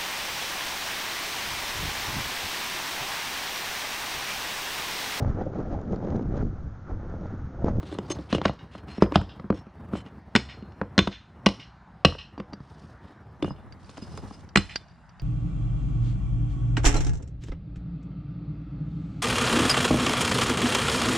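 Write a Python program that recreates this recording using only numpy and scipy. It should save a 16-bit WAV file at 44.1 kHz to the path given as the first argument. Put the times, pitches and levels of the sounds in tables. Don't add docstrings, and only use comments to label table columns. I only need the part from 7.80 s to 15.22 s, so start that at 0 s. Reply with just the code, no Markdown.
import sys
import numpy as np
from scipy import signal
from scipy.io import wavfile
from scipy.ndimage import uniform_filter1d

SR = 44100
rng = np.random.default_rng(int(sys.argv[2]) if len(sys.argv) > 2 else 0)


def unload_wav(signal):
    wavfile.write(
        sys.argv[1],
        SR,
        np.round(np.clip(np.atleast_2d(signal).T, -1, 1) * 32767).astype(np.int16),
    )


N = 327222


def amp(db):
    return 10 ** (np.asarray(db) / 20)


def evened(x):
    return x / np.sqrt(np.mean(x ** 2) + 1e-20)


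def read(points, hz):
    point_hz, value = np.transpose(points)
    return np.interp(np.log(hz + 1), np.log(point_hz + 1), value)


def add(mix, start_s, sound):
    part = mix[round(start_s * SR):][:len(sound)]
    part += sound[:len(part)]


def coloured(x, points):
    db = np.maximum(read(points, abs(np.fft.fftfreq(8192, 1 / SR))), -100)
    log_gain = np.log(amp(db))
    taps = np.fft.ifft(np.exp(np.conj(signal.hilbert(log_gain)))).real[:4096]
    taps = taps.reshape((1,) * (x.ndim - 1) + (-1,))
    return signal.oaconvolve(x, taps, axes=-1)[..., :x.shape[-1]]


def along(points):
    return amp(np.interp(np.arange(N) / SR, *np.transpose(points)))


def rung(modes, t):
    return sum(amp(db - 60 * t / t60) * np.sin(2 * np.pi * hz * t) for hz, db, t60 in modes)


def burst(noise, t, lo_hz, hi_hz, t60):
    band = signal.butter(3, [lo_hz, min(hi_hz, SR / 2.2)], "band", fs=SR, output="sos")
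    x = signal.sosfilt(band, noise * amp(-60 * t / t60))
    return x / abs(x).max()


# pitch in Hz, relative level per Hz in dB.
TRAFFIC_TONE = [(15, -32.5), (25, -2), (58, 8), (96, -1.5), (187, 1), (403, -42.5), (569, -14.5),
                (781, -8.5), (1230, -12.5), (1780, -15.5), (2440, -27.5), (4990, -35), (11000, -57.5),
                (14000, -77.5)]
TRAFFIC_DB = -52.5


def traffic():
    frames, hz = N // 256 + 5, np.fft.rfftfreq(1024, 1 / SR)
    a, b, patches = rng.standard_normal((frames, 513, 3)).T
    patches = uniform_filter1d(patches, size=10, axis=0)
    patches = evened(uniform_filter1d(patches, size=16, axis=1))
    z = (a + 1j * b) * amp(read(TRAFFIC_TONE, hz)[:, None] + 2.4 * patches)
    roar = signal.istft(z, nperseg=1024, noverlap=768)[1][:N]
    return amp(TRAFFIC_DB) * evened(roar)


# pitch in Hz, time to fall by 60 dB in seconds.
YARD_FADE = [(100, 0.19), (400, 0.17), (1500, 0.22), (4000, 0.28), (9000, 0.36)]
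# pitch in Hz, relative level in dB.
YARD_TONE = [(100, 0), (400, 3), (1500, -5.5), (5500, -2), (7000, -4.5)]
WALL_S, WALL_DB, YARD_DB = 0.13, -30, -14
SWELL_S = 0.011


def yard(x):
    hz, t, z = signal.stft(rng.standard_normal(SR), SR, nperseg=256)
    fading_db = read(YARD_TONE, hz)[:, None] - 60 * t / read(YARD_FADE, hz)[:, None]
    tail = signal.istft(z * amp(fading_db), SR, nperseg=256)[1][:SR]
    after_wall = np.arange(SR) / SR - WALL_S
    swell = np.clip(after_wall / SWELL_S + 1, 0, 1) ** 2
    slap = rng.standard_normal(SR) * swell * amp(-60 * np.maximum(after_wall, 0) / 0.31)
    slap[round(WALL_S * SR)] = 14.0
    slap = signal.sosfilt(signal.butter(2, [1800, 6500], "band", fs=SR, output="sos"), slap)
    taps = amp(YARD_DB) * tail / np.linalg.norm(tail) + amp(WALL_DB) * slap / np.linalg.norm(slap)
    return signal.fftconvolve(x, np.r_[np.zeros(300), taps])[:N]


# time in seconds, level in dB, with straight lines between rows.
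BUMPS = [(0, -38), (.97, -47), (1.3, -37.5), (1.88, -51), (2.13, -37.5), (2.35, -48), (3.16, -47),
         (3.372, -66), (3.66, -43.5), (3.987, -58.5), (5.211, -48), (6.138, -49), (6.339, -39.5),
         (6.8, -53), (7.42, -68.5)]


def hands():
    noise = rng.standard_normal(N)
    lumps = noise * amp(3.82 * evened(uniform_filter1d(rng.standard_normal(N), size=900)))
    bumps = coloured(lumps, [(25, -30.0), (70, 4.5), (200, -2.0), (500, -13.0), (1200, -19.0), (5000, -54.0)])
    return along(BUMPS) * evened(bumps)


# start in seconds, peak level in dB.
SNAPS = [(0.736, -51), (6.101, -46), (6.176, -41), (6.222, -51), (6.375, -31.5)]


def snaps():
    out, t = np.zeros(N), np.arange(SR // 40) / SR
    for (s, db), noise in zip(SNAPS, rng.standard_normal((len(SNAPS), len(t)))):
        add(out, s, amp(db) * burst(noise, t, lo_hz=700, hi_hz=6900, t60=0.011))
    return out


MOULD_MODES = list(zip([1135, 1515, 1980, 2580, 2860, 3040, 3550, 4105, 4204, 4720, 5045, 5440, 6370, 7300, 7660, 8755, 9260, 10030],
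               [-5, -8, -8, -7, -3, -6, -2, -2, -13, -6, -2, -5, -7, -14, -10, -14, -17, -15],
               [.09, .1, .06, .08, .14, .1, .1, .1, .3, .08, .18, .12, .1, .08, .07, .08, .08, .06]))


def iron(spot_hz, long, chance, focus_db, longest=np.inf):
    modes = []
    for (hz, db, t60), luck in zip(MOULD_MODES, chance):
        away = min(abs(np.log2(hz / spot_hz)) / .035, 1)
        level_db = db - focus_db * away + 4 * luck * away
        modes.append((hz, level_db, min(t60 * long, longest) * (1 - .6 * away)))
    return modes


# start in seconds, length in seconds,
# relative level of the rasp in dB, relative level of the singing iron in dB, pitch it favours in Hz.
SCRAPES = [(0, 0.21, -58.5, -76, 6400), (0.106, 0.055, -64, -58, 3520), (0.187, 0.36, -63.5, -84, 4200),
           (0.297, 0.031, -44.5, -37, 6400), (0.487, 0.12, -46, -68, 2860), (0.539, 0.027, -59, -45, 2700),
           (0.628, 0.072, -42, -63, 4200), (0.908, 0.11, -58.5, -66.5, 4200), (1.07, 0.076, -55, -58, 4200),
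           (1.123, 0.081, -55.5, -63.5, 5410), (1.203, 0.059, -43.5, -74, 7660),
           (1.33, 0.055, -40.5, -74, 7660), (1.719, 0.11, -64, -64.5, 5420), (2.124, 0.1, -53.5, -57, 3040),
           (2.236, 0.075, -64, -76, 2860), (4.778, 0.44, -70, -83, 8750), (5.203, 0.18, -69.5, -84, 5040),
           (5.64, 0.07, -63, -56.5, 2860), (5.659, 0.09, -81, -63.5, 5045), (5.977, 0.42, -63, -85.5, 3520),
           (6.189, 0.51, -63, -74, 2860), (6.212, 0.026, -79, -55, 5040), (6.298, 0.048, -83, -63, 5040),
           (6.371, 0.03, -73, -57.5, 5040), (6.518, 0.06, -69, -63, 5040), (6.796, 0.25, -65, -65, 3520)]
RASP_HZ, RASP_RISE = 6980, 0.35


def scrapes():
    out, ring_t, t = np.zeros(N), np.arange(SR // 8) / SR, np.arange(SR // 2) / SR
    draws = rng.standard_normal((len(SCRAPES), 4, SR // 2))
    for (s, length, rasp_db, sing_db, spot_hz), (hiss, lumps, grit, luck) in zip(SCRAPES, draws):
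        hz = RASP_HZ * length ** RASP_RISE
        stroke = np.sin(np.pi * np.clip(t / length, 0, 1) ** 0.9) ** 1.02
        clumps = stroke * amp(2.8 * evened(uniform_filter1d(lumps, size=400)))
        colour = [(hz / 8, -18), (hz / 3, -5), (hz, .1), (hz * 1.3, -10), (hz * 4, -30)]
        rasp = evened(coloured(hiss * amp(1.9 * grit), colour)) * clumps
        grains = (abs(grit) > 2.5) * grit * clumps
        ring = rung(iron(spot_hz, .8, luck, focus_db=13), ring_t)
        sung = signal.oaconvolve(grains, ring)[:len(t)]
        add(out, s, amp(rasp_db) * rasp + amp(sing_db) * evened(sung) * np.sqrt(2 * length))
    return coloured(out, [(30, 7.0), (10200, 1.4), (11200, -16.0), (16000, -12.0)])


# start in seconds, relative level in dB, pitch that the spot struck favours in Hz.
CLINKS = [(4.581, -42, 4680), (4.599, -42, 4680), (4.733, -29.5, 4680), (4.803, -55.5, 4680),
          (5.9237, -36, 4680), (6.045, -45, 4680), (6.6906, -37.5, 5750), (6.9587, -11, 4680),
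          (7.084, -46, 5750), (7.118, -54.5, 5750), (7.293, -42, 5750), (7.3972, -34, 4680)]
INGOT_MODES = list(zip([1620, 2800, 3130, 4680, 5220, 5750], [-13, -13, -15, 0.5, -6, -4],
               [.03, .025, .04, .045, .05, .03]))


def clinks():
    out, t = np.zeros(N), np.arange(SR // 4) / SR
    for (s, db, spot_hz), noise in zip(CLINKS, rng.standard_normal((len(CLINKS), len(t)))):
        tick = amp(-4) * burst(noise, t, lo_hz=1470, hi_hz=5900, t60=0.027)
        modes = [(hz, level_db - 6 * (abs(hz / spot_hz - 1) > .06), t60) for hz, level_db, t60 in INGOT_MODES]
        add(out, s, amp(db) * (rung(modes, t) + tick))
    return out


# thump in dB,
# thump in Hz, clack in dB, ring in dB, pitch that the spot struck favours in Hz.
KNOCKS = [(0.029, -29.5, 311, -44, -44.5, 3520), (0.115, -31, 334, -45, -50, 3520),
          (.125, -24, 331, -39, -41, 3520), (0.149, -27, 332, -37, -49, 4200),
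          (.186, -19.5, 200, -25, -29.5, 7660), (0.303, -18.5, 334, -31, -44, 6400),
          (0.387, -24, 313, -48, -44, 4200), (.527, -10, 228, -14.5, -19.5, 4100),
          (0.548, -14, 171, -19, -24, 2860), (0.582, -22.5, 294, -27, -34.5, 2860),
          (0.615, -24, 165, -21, -32.5, 4100), (.653, -24, 193, -19, -18, 1515),
          (0.6554, -11, 200, -10.5, -16, 4300), (0.68, -32, 188, -42, -32, 1980),
          (0.695, -19.5, 140, -21, -35, 4200), (.951, -32.5, 214, -31, -49, 2650),
          (1.083, -33.5, 202, -56, -42.5, 4200), (1.181, -21, 216, -34, -62, 4200),
          (1.222, -3.5, 191, -7, -21, 5045), (1.26, -28, 194, -32, -47, 2860),
          (1.321, -21, 320, -22.5, -33, 1135), (1.357, -5, 174, -6, -12.5, 3520),
          (1.381, -17, 115, -44, -59, 1135), (1.414, -21.5, 178, -30.5, -35.5, 7660),
          (1.597, -28.5, 173, -33.5, -45, 4200), (1.642, -24.5, 202, -41, -77, 2860),
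          (1.702, -8.5, 201.7, -16, -35.5, 4100), (1.726, -22, 302, -27.5, -49, 1135),
          (1.867, -32.5, 203, -49, -57, 1135), (2.134, -13.5, 217, -30, -46, 3550),
          (2.152, -23.5, 338, -29, -44, 3550), (2.262, -33, 247, -47, -49, 2860),
          (2.824, -26.5, 207, -71, -54, 4160), (2.921, -50, 199.6, -57, -52, 5410),
          (3.014, -17, 188.6, -18.5, -37.5, 2580), (3.034, -40, 295, -38, -63, 1135),
          (3.273, -15.5, 194, -19, -22, 3520), (3.688, -31.5, 301, -28, -24.5, 4204),
          (4.323, -31, 130.6, -35, -43, 1135), (4.35, -54, 196, -34.5, -49, 1135),
          (4.578, -29.5, 259, -30.5, -48, 2860), (4.592, -30.5, 285, -48, -53, 2860),
          (4.6, -23, 203, -29.5, -39, 3040), (4.725, -31.5, 294, -40, -59, 4690),
          (4.735, -27.5, 204, -34, -50, 4690), (4.803, -28.5, 131, -44, -59, 4700),
          (5.625, -14.5, 312.6, -29, -29, 3550), (5.645, -20, 174.6, -23.5, -38, 2860),
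          (5.679, -25, 204, -32, -53, 1980), (5.707, -23, 148, -30.5, -64, 2860),
          (6.093, -40, 203, -42.5, -43, 4700), (6.171, -44, 255, -39.5, -43, 2580),
          (6.179, -36, 290, -36.5, -42, 5045), (6.222, -27, 218, -50, -49, 5040),
          (6.376, -47, 147.5, -34.5, -42, 5045), (6.509, -31, 227.6, -37.5, -50.5, 1135)]
# the same columns, then the centre of the crack in Hz.
BANGS = [(2.552, -6, 213, -17, -11, 7660, 1860), (2.5607, -10, 231, -14.5, -8.5, 4204, 2610),
         (3.179, -5.5, 219, -12, -10, 4093, 5430), (3.189, -7.5, 180, -13, -8.5, 3550, 3003),
         (3.6609, -10.5, 205, -22.5, -10, 2860, 2780), (3.6654, -8.5, 196, -10, -10.5, 4150, 5100),
         (4.2482, -20, 252, -9, -7.5, 4105, 5330), (4.2508, -5, 163, -29, -7, 2860, 3500),
         (6.7579, -10.5, 213, -14.5, -7.5, 7660, 2060), (6.772, -9.5, 177, -18.5, -9, 4130, 4700)]
# factor on the thump's pitch, relative level in dB,
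# time to fall by 60 dB in seconds.
PAVER_MODES = [(1.018, 5, 0.033), (.52, -17, 0.23), (1.673, -10.5, 0.061), (0.3, -23.5, 0.36)]
THUMP_LAG_S = 0.0014
CRACK_DB = 8.5
RING_CUT, RING_FREE, REBOUND_S = .28, 3.0, .02
LINGER, DAMPED_T60 = .045, .06
ON_STONE_DB, ON_IRON_DB = -5, 2


def knocks():
    low, high, t = np.zeros(N), np.zeros(N), np.arange(SR // 2) / SR
    rows = sorted([(*row, row[-1]) for row in KNOCKS] + BANGS)
    noise = rng.standard_normal((len(rows), 5, len(t)))
    push = 1 - np.exp(-t / 0.0015)
    bite = 1 - np.exp(-t / .0003)
    waits = np.diff([row[0] for row in rows], append=N / SR)
    for row, wait, (a, b, c, luck, e) in zip(rows, waits, noise):
        s, thump_db, hz, clack_db, ring_db, spot_hz, crack_hz = row
        free = np.interp(ring_db - clack_db, [ON_STONE_DB, ON_IRON_DB], [0, 1])
        long = RING_CUT + (RING_FREE - RING_CUT) * min(wait / REBOUND_S, 1) * free
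        slab = rung([(hz * k, db, t60) for k, db, t60 in PAVER_MODES], t)
        add(low, s + THUMP_LAG_S, -amp(thump_db) * push * slab)
        clack = amp(clack_db + 2.5) * burst(a, t, lo_hz=347, hi_hz=1384, t60=0.017)
        wide = amp(-3.0) * burst(b, t, lo_hz=1209, hi_hz=6300, t60=0.016)
        centre = amp(-4.5) * burst(e, t, lo_hz=crack_hz / 1.3, hi_hz=crack_hz * 1.17, t60=0.016)
        crack = amp(ring_db + CRACK_DB) * (wide + centre)
        pressed = rung(iron(spot_hz, long, luck, focus_db=5.0, longest=DAMPED_T60), t)
        chatter = amp(3.5 * evened(uniform_filter1d(c, size=180)))
        freed = chatter * rung(iron(spot_hz, long, luck, focus_db=3.0), t)
        ring = amp(ring_db + 2.0) * (pressed + LINGER * freed)
        add(high, s, bite * (clack + crack + ring))
    return low, high


# pitch in Hz, gain in dB.
BLOW_TONE = [(30, 2), (300, 6.5), (3000, -4.5), (6000, -13.5), (10000, -20), (11500, -54), (16000, -44.5)]
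# time in seconds, share in dB.
WIDTH = [(0, -60), (5.4, -60), (5.6, -8), (7.42, -8)]
# pitch in Hz, gain in dB.
UNLIKE_TONE = [(40, 11), (150, -5), (400, -20.5), (1200, -3), (3600, -10), (5000, -0.5), (8000, 7.5),
               (12000, -2)]


def scene():
    low, high = knocks()
    blows, pings = low + coloured(high, BLOW_TONE), coloured(clinks(), BLOW_TONE)
    mid = blows + pings + yard(blows + .3 * pings) + scrapes() + snaps() + hands() + traffic()
    share = along(WIDTH)
    mid = mid + share * coloured(mid, [(3000, -21.0), (5500, -3.0), (9000, 5.0), (14000, -6.5)])
    z = signal.stft(mid, nperseg=256)[2]
    turned = z * np.exp(2j * np.pi * rng.random(z.shape))
    unlike = 1.6 * signal.istft(turned, nperseg=256)[1][:N]
    unlike += amp(1.5) * hands()
    treble = signal.sosfiltfilt(signal.butter(2, 4500, "high", fs=SR, output="sos"), mid)
    side = share * (coloured(unlike, UNLIKE_TONE) - .4 * treble)
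    return np.array([mid + side, mid - side])


def record(dry):
    cut = signal.sosfilt(signal.butter(4, 48, "high", fs=SR, output="sos"), dry)
    held = cut / (1 + abs(cut / .98) ** 8) ** .125
    held = coloured(held, [(10400, -0.27), (11400, -5.0)])
    band_limit = signal.firwin(511, 16400, window=("kaiser", 9), fs=SR)
    return signal.oaconvolve(held, band_limit[None], "same")


dry = scene()
out = record(dry)
unload_wav(out)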